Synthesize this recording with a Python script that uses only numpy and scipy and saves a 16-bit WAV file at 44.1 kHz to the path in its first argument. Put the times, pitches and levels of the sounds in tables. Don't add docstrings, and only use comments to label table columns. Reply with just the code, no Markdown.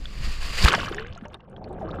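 import sys
import numpy as np
from scipy import signal
from scipy.fft import rfft, irfft
from scipy.io import wavfile
from scipy.ndimage import uniform_filter1d

SR = 44100
rng = np.random.default_rng(int(sys.argv[2]) if len(sys.argv) > 2 else 0)


def wav_record(signal):
    frames = np.transpose(np.atleast_2d(signal))
    bounded = np.clip(frames, -1, 1)
    quanta = np.round(bounded * 32767).astype(np.int16)
    wavfile.write(sys.argv[1], SR, quanta)


N = 88200
TIME = np.arange(N) / SR
DECAY_60_DB = np.log(1000)


def from_db(db):
    return 10 ** (np.asarray(db) / 20)


def curve_at_time(curve):
    return np.interp(TIME, *np.transpose(curve))


def even(x, span_s):
    power = uniform_filter1d(x ** 2, max(int(span_s * SR), 8))
    floor = 0.0012 * np.mean(x ** 2)
    return x / np.sqrt(np.abs(power) + floor)


def coloured(x, colour, resonances=()):
    hz = np.arange(N // 2 + 1) * SR / N + 1e-3
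    points_hz, points_db = np.transpose(colour)
    gain_db = np.interp(np.log(hz), np.log(points_hz), points_db)
    for centre_hz, width_hz, lift_db in resonances:
        gain_db = gain_db + lift_db / (1 + (2 * (hz - centre_hz) / width_hz) ** 2)
    return irfft(rfft(x) * from_db(gain_db), N)


def add(out, start_s, sound):
    i = int(np.clip(start_s * SR, 0, N))
    out[i:i + len(sound)] += sound[:N - i]


def turbulence(level_curve, colour, span_s):
    noise = coloured(rng.standard_normal(N), colour)
    return from_db(curve_at_time(level_curve)) * even(noise, span_s)


def bubble(hz, cycles, softness=1, rise=0.02):
    onset_cycles, onset_s = .55, .0003
    length_s = 2 * cycles / hz + 2 * onset_s
    turn = np.arange(int(length_s * SR) + 2) * hz / SR
    onset = softness * (onset_cycles + onset_s * hz)
    attack = 1 - np.exp(-(turn / onset) ** 2)
    envelope = attack * np.exp(-DECAY_60_DB * turn / cycles)
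    phase_turns = turn * (1 + rise * turn / cycles / 2)
    return envelope / envelope.max() * np.sin(2 * np.pi * phase_turns)


def cloud(level_curve, low_hz, high_hz, per_s, cycles, spread_db, clump_db, tilt_db_per_octave, span_s):
    clumps_per_s = 45
    out = np.zeros(N)
    bunches = rng.standard_normal(1000)
    tilt = np.broadcast_to(tilt_db_per_octave, N)
    for when, pitch, size, ring, sign in rng.random((int(per_s * N / SR), 5)):
        start_s = when * N / SR
        hz = low_hz * (high_hz / low_hz) ** pitch
        bunch = np.interp(start_s * clumps_per_s, np.arange(len(bunches)), bunches)
        size_db = spread_db * min(-np.log(1 - size), 3)
        tilt_db = tilt[int(when * N)] * np.log2(hz / low_hz)
        gain = from_db(size_db + clump_db * bunch + tilt_db)
        add(out, start_s, np.sign(sign - .5) * gain * bubble(hz, cycles * (.5 + ring)))
    return from_db(curve_at_time(level_curve)) * even(out, span_s)


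def scattered(x, wet_db):
    t60_s = 0.036
    t = TIME[:SR // 20]
    tail = rng.standard_normal(len(t)) * np.exp(-DECAY_60_DB * t / t60_s)
    tail /= np.linalg.norm(tail)
    return x + from_db(wet_db) * signal.fftconvolve(x, tail)[:N]


def wind():
    # time_s, level_db
    wind_level = [(0, -30.5), (.14, -35.5), (.27, -20.5), (.35, -28.5), (.39, -26), (.45, -25.5),
                  (.55, -30), (.61, -21.5), (.66, -25), (.71, -44.5), (.76, -36), (1.12, -42.5),
                  (1.2, -48.5), (1.4, -61.5)]
    # (relative, per Hz)
    wind_colour = [(10, -4.5), (20, 0.5), (36, -3), (55, -7.5), (90, -26), (135, -27), (270, -37.5),
                   (500, -47), (1000, -93.5)]
    return turbulence(wind_level, wind_colour, span_s=0.062)


def spray(grain_db=2.5, surge_db=1.42, surges_per_s=90):
    # time_s, level_db
    spray_level = [(0, -54.5), (.07, -49.5), (.16, -47.5), (.25, -38.5), (.31, -39.5), (.38, -42.5),
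                   (.425, -37.5), (.545, -35), (.582, -28), (.61, -28.5), (.655, -21.5), (.671, -27),
                   (.685, -22), (.698, -31), (.715, -42), (.76, -38), (.8, -42.5), (.857, -42), (.875, -53),
                   (.93, -56), (1.15, -120)]
    # (relative, per Hz)
    spray_colour = [(100, -36), (250, -14.5), (500, -5.5), (850, -8), (1500, -6.5), (2500, -3),
                    (3300, -5.5), (5800, -14.5), (9000, -17.5), (15000, -27)]
    # centre_hz, width_hz, lift_db
    case_modes = [(1130, 240, 8), (1786, 910, 5.5), (2784, 490, 4.5), (4680, 1100, 12.5), (7130, 1300, 7)]
    drops = rng.standard_normal(N) * from_db(grain_db * rng.standard_normal(N))
    surges = np.interp(TIME * surges_per_s, np.arange(N), rng.standard_normal(N))
    hiss = coloured(drops * from_db(surge_db * surges), spray_colour, case_modes)
    return from_db(curve_at_time(spray_level)) * even(hiss, 0.15)


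def whump():
    # time_s, level_db
    whump_level = [(0, -48), (.13, -48), (.21, -39.5), (.3, -44.5), (.35, -66), (.6, -54), (.7, -85)]
    # (relative, per Hz)
    whump_colour = [(50, -27), (125, 1), (210, -7), (320, -15.5), (700, -21.5), (2000, -54.5)]
    return turbulence(whump_level, whump_colour, span_s=0.1)


def slaps(cycles=10.8, scatter_s=0.0032, scatter_octaves=.65, shed_ratio=1.222, small_db=-11, count=9):
    # start_s, centre_hz, main_bubble_peak_db
    slap_events = [(0.0544, 1480, -34.5), (0.253, 2320, -28), (0.652, 1560, -10), (0.6448, 3400, -8),
                   (0.6576, 960, -9), (.679, 2030, -5), (0.6826, 1350, -3.5), (.6845, 2330, -8),
                   (.685, 3940, -12.5), (0.723, 1430, -15), (0.7282, 950, -13), (0.731, 3020, -21.5),
                   (0.7375, 1130, -9.5), (0.7524, 3160, -17.5), (.832, 1140, -20.5), (0.9256, 1380, -25),
                   (0.9452, 1850, -25), (0.996, 1550, -29), (1.024, 1340, -29.5), (1.047, 1490, -31.5),
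                   (1.065, 2100, -29.5), (1.126, 3000, -35.5), (1.149, 2960, -41), (1.211, 1980, -40),
                   (1.24, 1300, -43), (1.252, 1700, -33.5), (1.301, 2300, -49), (1.319, 1700, -51),
                   (1.333, 2400, -39), (1.344, 1120, -32), (1.345, 2820, -37.5), (1.407, 1900, -46),
                   (1.564, 1500, -43.5), (1.644, 2310, -41.5), (1.676, 1380, -45), (1.819, 1190, -36.5),
                   (1.905, 2400, -39), (1.9419, 1360, -30.5)]
    out = np.zeros(N)
    for start_s, hz, peak_db in slap_events:
        add(out, start_s, from_db(peak_db) * bubble(hz, cycles, softness=0.57))
        for late, pitch, size in rng.standard_normal((count, 3)):
            shed_hz = min(shed_ratio * hz * 2 ** (scatter_octaves * pitch), SR / 4)
            shed_gain = from_db(peak_db + small_db - 3 * abs(pitch)) * size
            shed = shed_gain * bubble(shed_hz, cycles, softness=.5)
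            add(out, start_s + scatter_s * abs(late), shed)
    return out


def pops():
    # start_s, pitch_hz, peak_db, ring_cycles
    pop_events = [(.056, 3420, -27, 43), (.6266, 4770, -12.5, 15), (0.6482, 2410, -4.5, 15.4),
                  (.7445, 774, -12, 14.5), (0.75, 1920, -15, 23), (.7801, 653, -19.5, 14),
                  (0.8807, 1256, -23, 32), (0.9125, 368, -22, 7.9), (0.9836, 1807, -18, 24),
                  (1.1, 88.5, -28, 7.7), (1.126, 645, -44, 9.3), (1.1607, 690, -36, 49),
                  (1.176, 1340, -37.5, 63), (1.222, 211, -32, 20), (1.252, 590, -37, 69),
                  (1.256, 2790, -42, 63), (1.257, 920, -34, 43), (1.289, 606, -40.5, 28),
                  (1.343, 3667, -34.5, 75), (1.349, 794, -36.5, 15.4), (1.564, 3260, -42, 45),
                  (1.5812, 544, -31.5, 6.6), (1.6707, 620, -34.5, 28), (1.7267, 600, -34.5, 24),
                  (1.642, 4380, -40.5, 56), (1.829, 638, -25, 59), (1.8783, 660, -27, 14),
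                  (1.8913, 1244, -31, 37), (1.912, 3720, -35.5, 30), (1.9864, 1260, -28, 22)]
    # start_s, peak_db, pitch_hz
    tick_events = [(.648, -10, 9630), (0.723, -23.5, 6100), (0.7497, -17.5, 5330), (.86, -32, 5640),
                   (.9465, -32.5, 6760), (0.996, -33, 4300), (1.071, -49.5, 6450), (1.152, -40, 4070),
                   (1.1767, -42.5, 6470), (1.255, -50.5, 5440), (1.283, -48, 6330), (1.343, -43.5, 9000),
                   (1.405, -46.5, 2770), (1.499, -55.5, 8700), (1.729, -50, 8400)]
    out = np.zeros(N)
    for start_s, hz, peak_db, cycles in pop_events:
        add(out, start_s, from_db(peak_db) * bubble(hz, cycles, softness=0.62))
    for start_s, peak_db, hz in tick_events:
        add(out, start_s, from_db(peak_db) * bubble(hz, cycles=30, softness=.25))
    return out


def swirl():
    # time_s, level_db
    swirl_level = [(.55, -73), (.65, -18), (.72, -39), (.76, -32), (.9, -38.5), (1.02, -42.5),
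                   (1.12, -44.5), (1.17, -48.5), (1.23, -45), (1.33, -46.5), (1.42, -54.5), (1.53, -44.5),
                   (1.65, -41.5), (1.8, -38), (1.9, -35.5), (2, -33.5)]
    # (relative, per Hz)
    swirl_colour = [(10, -20), (28, -3.5), (70, 2), (130, -1), (190, 0.5), (260, -9), (400, -15.5),
                    (700, -15), (1200, -37.5), (3000, -59), (8000, -74), (16000, -85)]
    return turbulence(swirl_level, swirl_colour, span_s=0.034)


def babble():
    # time_s, level_db
    babble_level = [(.6, -67), (.65, -30), (.71, -29), (.745, -23.5), (.775, -34.5), (.85, -34.5),
                    (.9, -43.5), (.99, -43.5), (1.06, -48.5), (1.11, -56), (1.17, -53.5), (1.22, -61),
                    (1.255, -53), (1.28, -66), (1.35, -51), (1.37, -63), (1.47, -61), (1.6, -63),
                    (1.69, -56.5), (1.79, -54), (1.9, -46), (2, -48)]
    # time_s, tilt_db_per_octave
    babble_tilt = [(.72, 1), (1, 2.5), (1.33, -9.5), (1.42, -10), (2, -9.5)]
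    return cloud(babble_level, low_hz=932, high_hz=3566, per_s=1100, cycles=19, spread_db=3.5,
                 clump_db=7.5, tilt_db_per_octave=curve_at_time(babble_tilt), span_s=0.051)


def fizz():
    # time_s, level_db
    fizz_level = [(.6, -77), (.68, -39.5), (.8, -45.5), (.9, -53.5), (1, -61), (1.09, -75), (1.33, -76),
                  (1.39, -91.5), (1.6, -81.5), (1.8, -72.5), (2, -68)]
    return cloud(fizz_level, low_hz=3300, high_hz=14100, per_s=1100, cycles=22, spread_db=8.0,
                 clump_db=8.5, tilt_db_per_octave=-9, span_s=0.06)


def gurgle():
    # time_s, level_db
    gurgle_level = [(.62, -63), (.71, -32), (.77, -44), (.87, -46), (1, -45.5), (1.08, -57.5), (1.22, -61),
                    (1.255, -47), (1.29, -56), (1.345, -50), (1.38, -65), (1.48, -55), (1.6, -47.5),
                    (1.69, -41.5), (1.79, -41.5), (1.87, -37), (2, -42.5)]
    return cloud(gurgle_level, low_hz=287.3, high_hz=835, per_s=700, cycles=33, spread_db=4.0,
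                 clump_db=4.5, tilt_db_per_octave=5.5, span_s=0.059)


def plunge(start_s=.6425, hz=56, gain_db=-2, attack_s=0.0022, hold_s=0.013, release_s=0.0051):
    t = np.maximum(TIME - start_s, 0)
    attack = 1 - np.exp(-t / attack_s)
    release = np.exp(-np.maximum(t - hold_s, 0) / release_s)
    return from_db(gain_db) * attack * release * np.sin(2 * np.pi * hz * t)


def air_pocket(start_s=.92, hz=380, peak_db=-36, cycles=150, rise=.7, softness=32):
    out = np.zeros(N)
    add(out, start_s, from_db(peak_db) * bubble(hz, cycles, softness, rise))
    return out


def scene():
    fall = wind() + spray()
    water = whump() + swirl()
    contacts = scattered(slaps() + pops(), wet_db=-11.0)
    clouds = scattered(babble() + fizz() + gurgle(), wet_db=-6.5)
    return (fall + water + contacts + clouds + plunge() + air_pocket())[None]


def record(dry):
    overload, cutoff_hz = 0.49, 15300
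    flattened = dry / (1 + (dry / overload) ** 6) ** (1 / 6)
    low_pass = signal.ellip(10, .1, 80, cutoff_hz, fs=SR, output="sos")
    return signal.sosfilt(low_pass, flattened)


dry = scene()
out = record(dry)
wav_record(out)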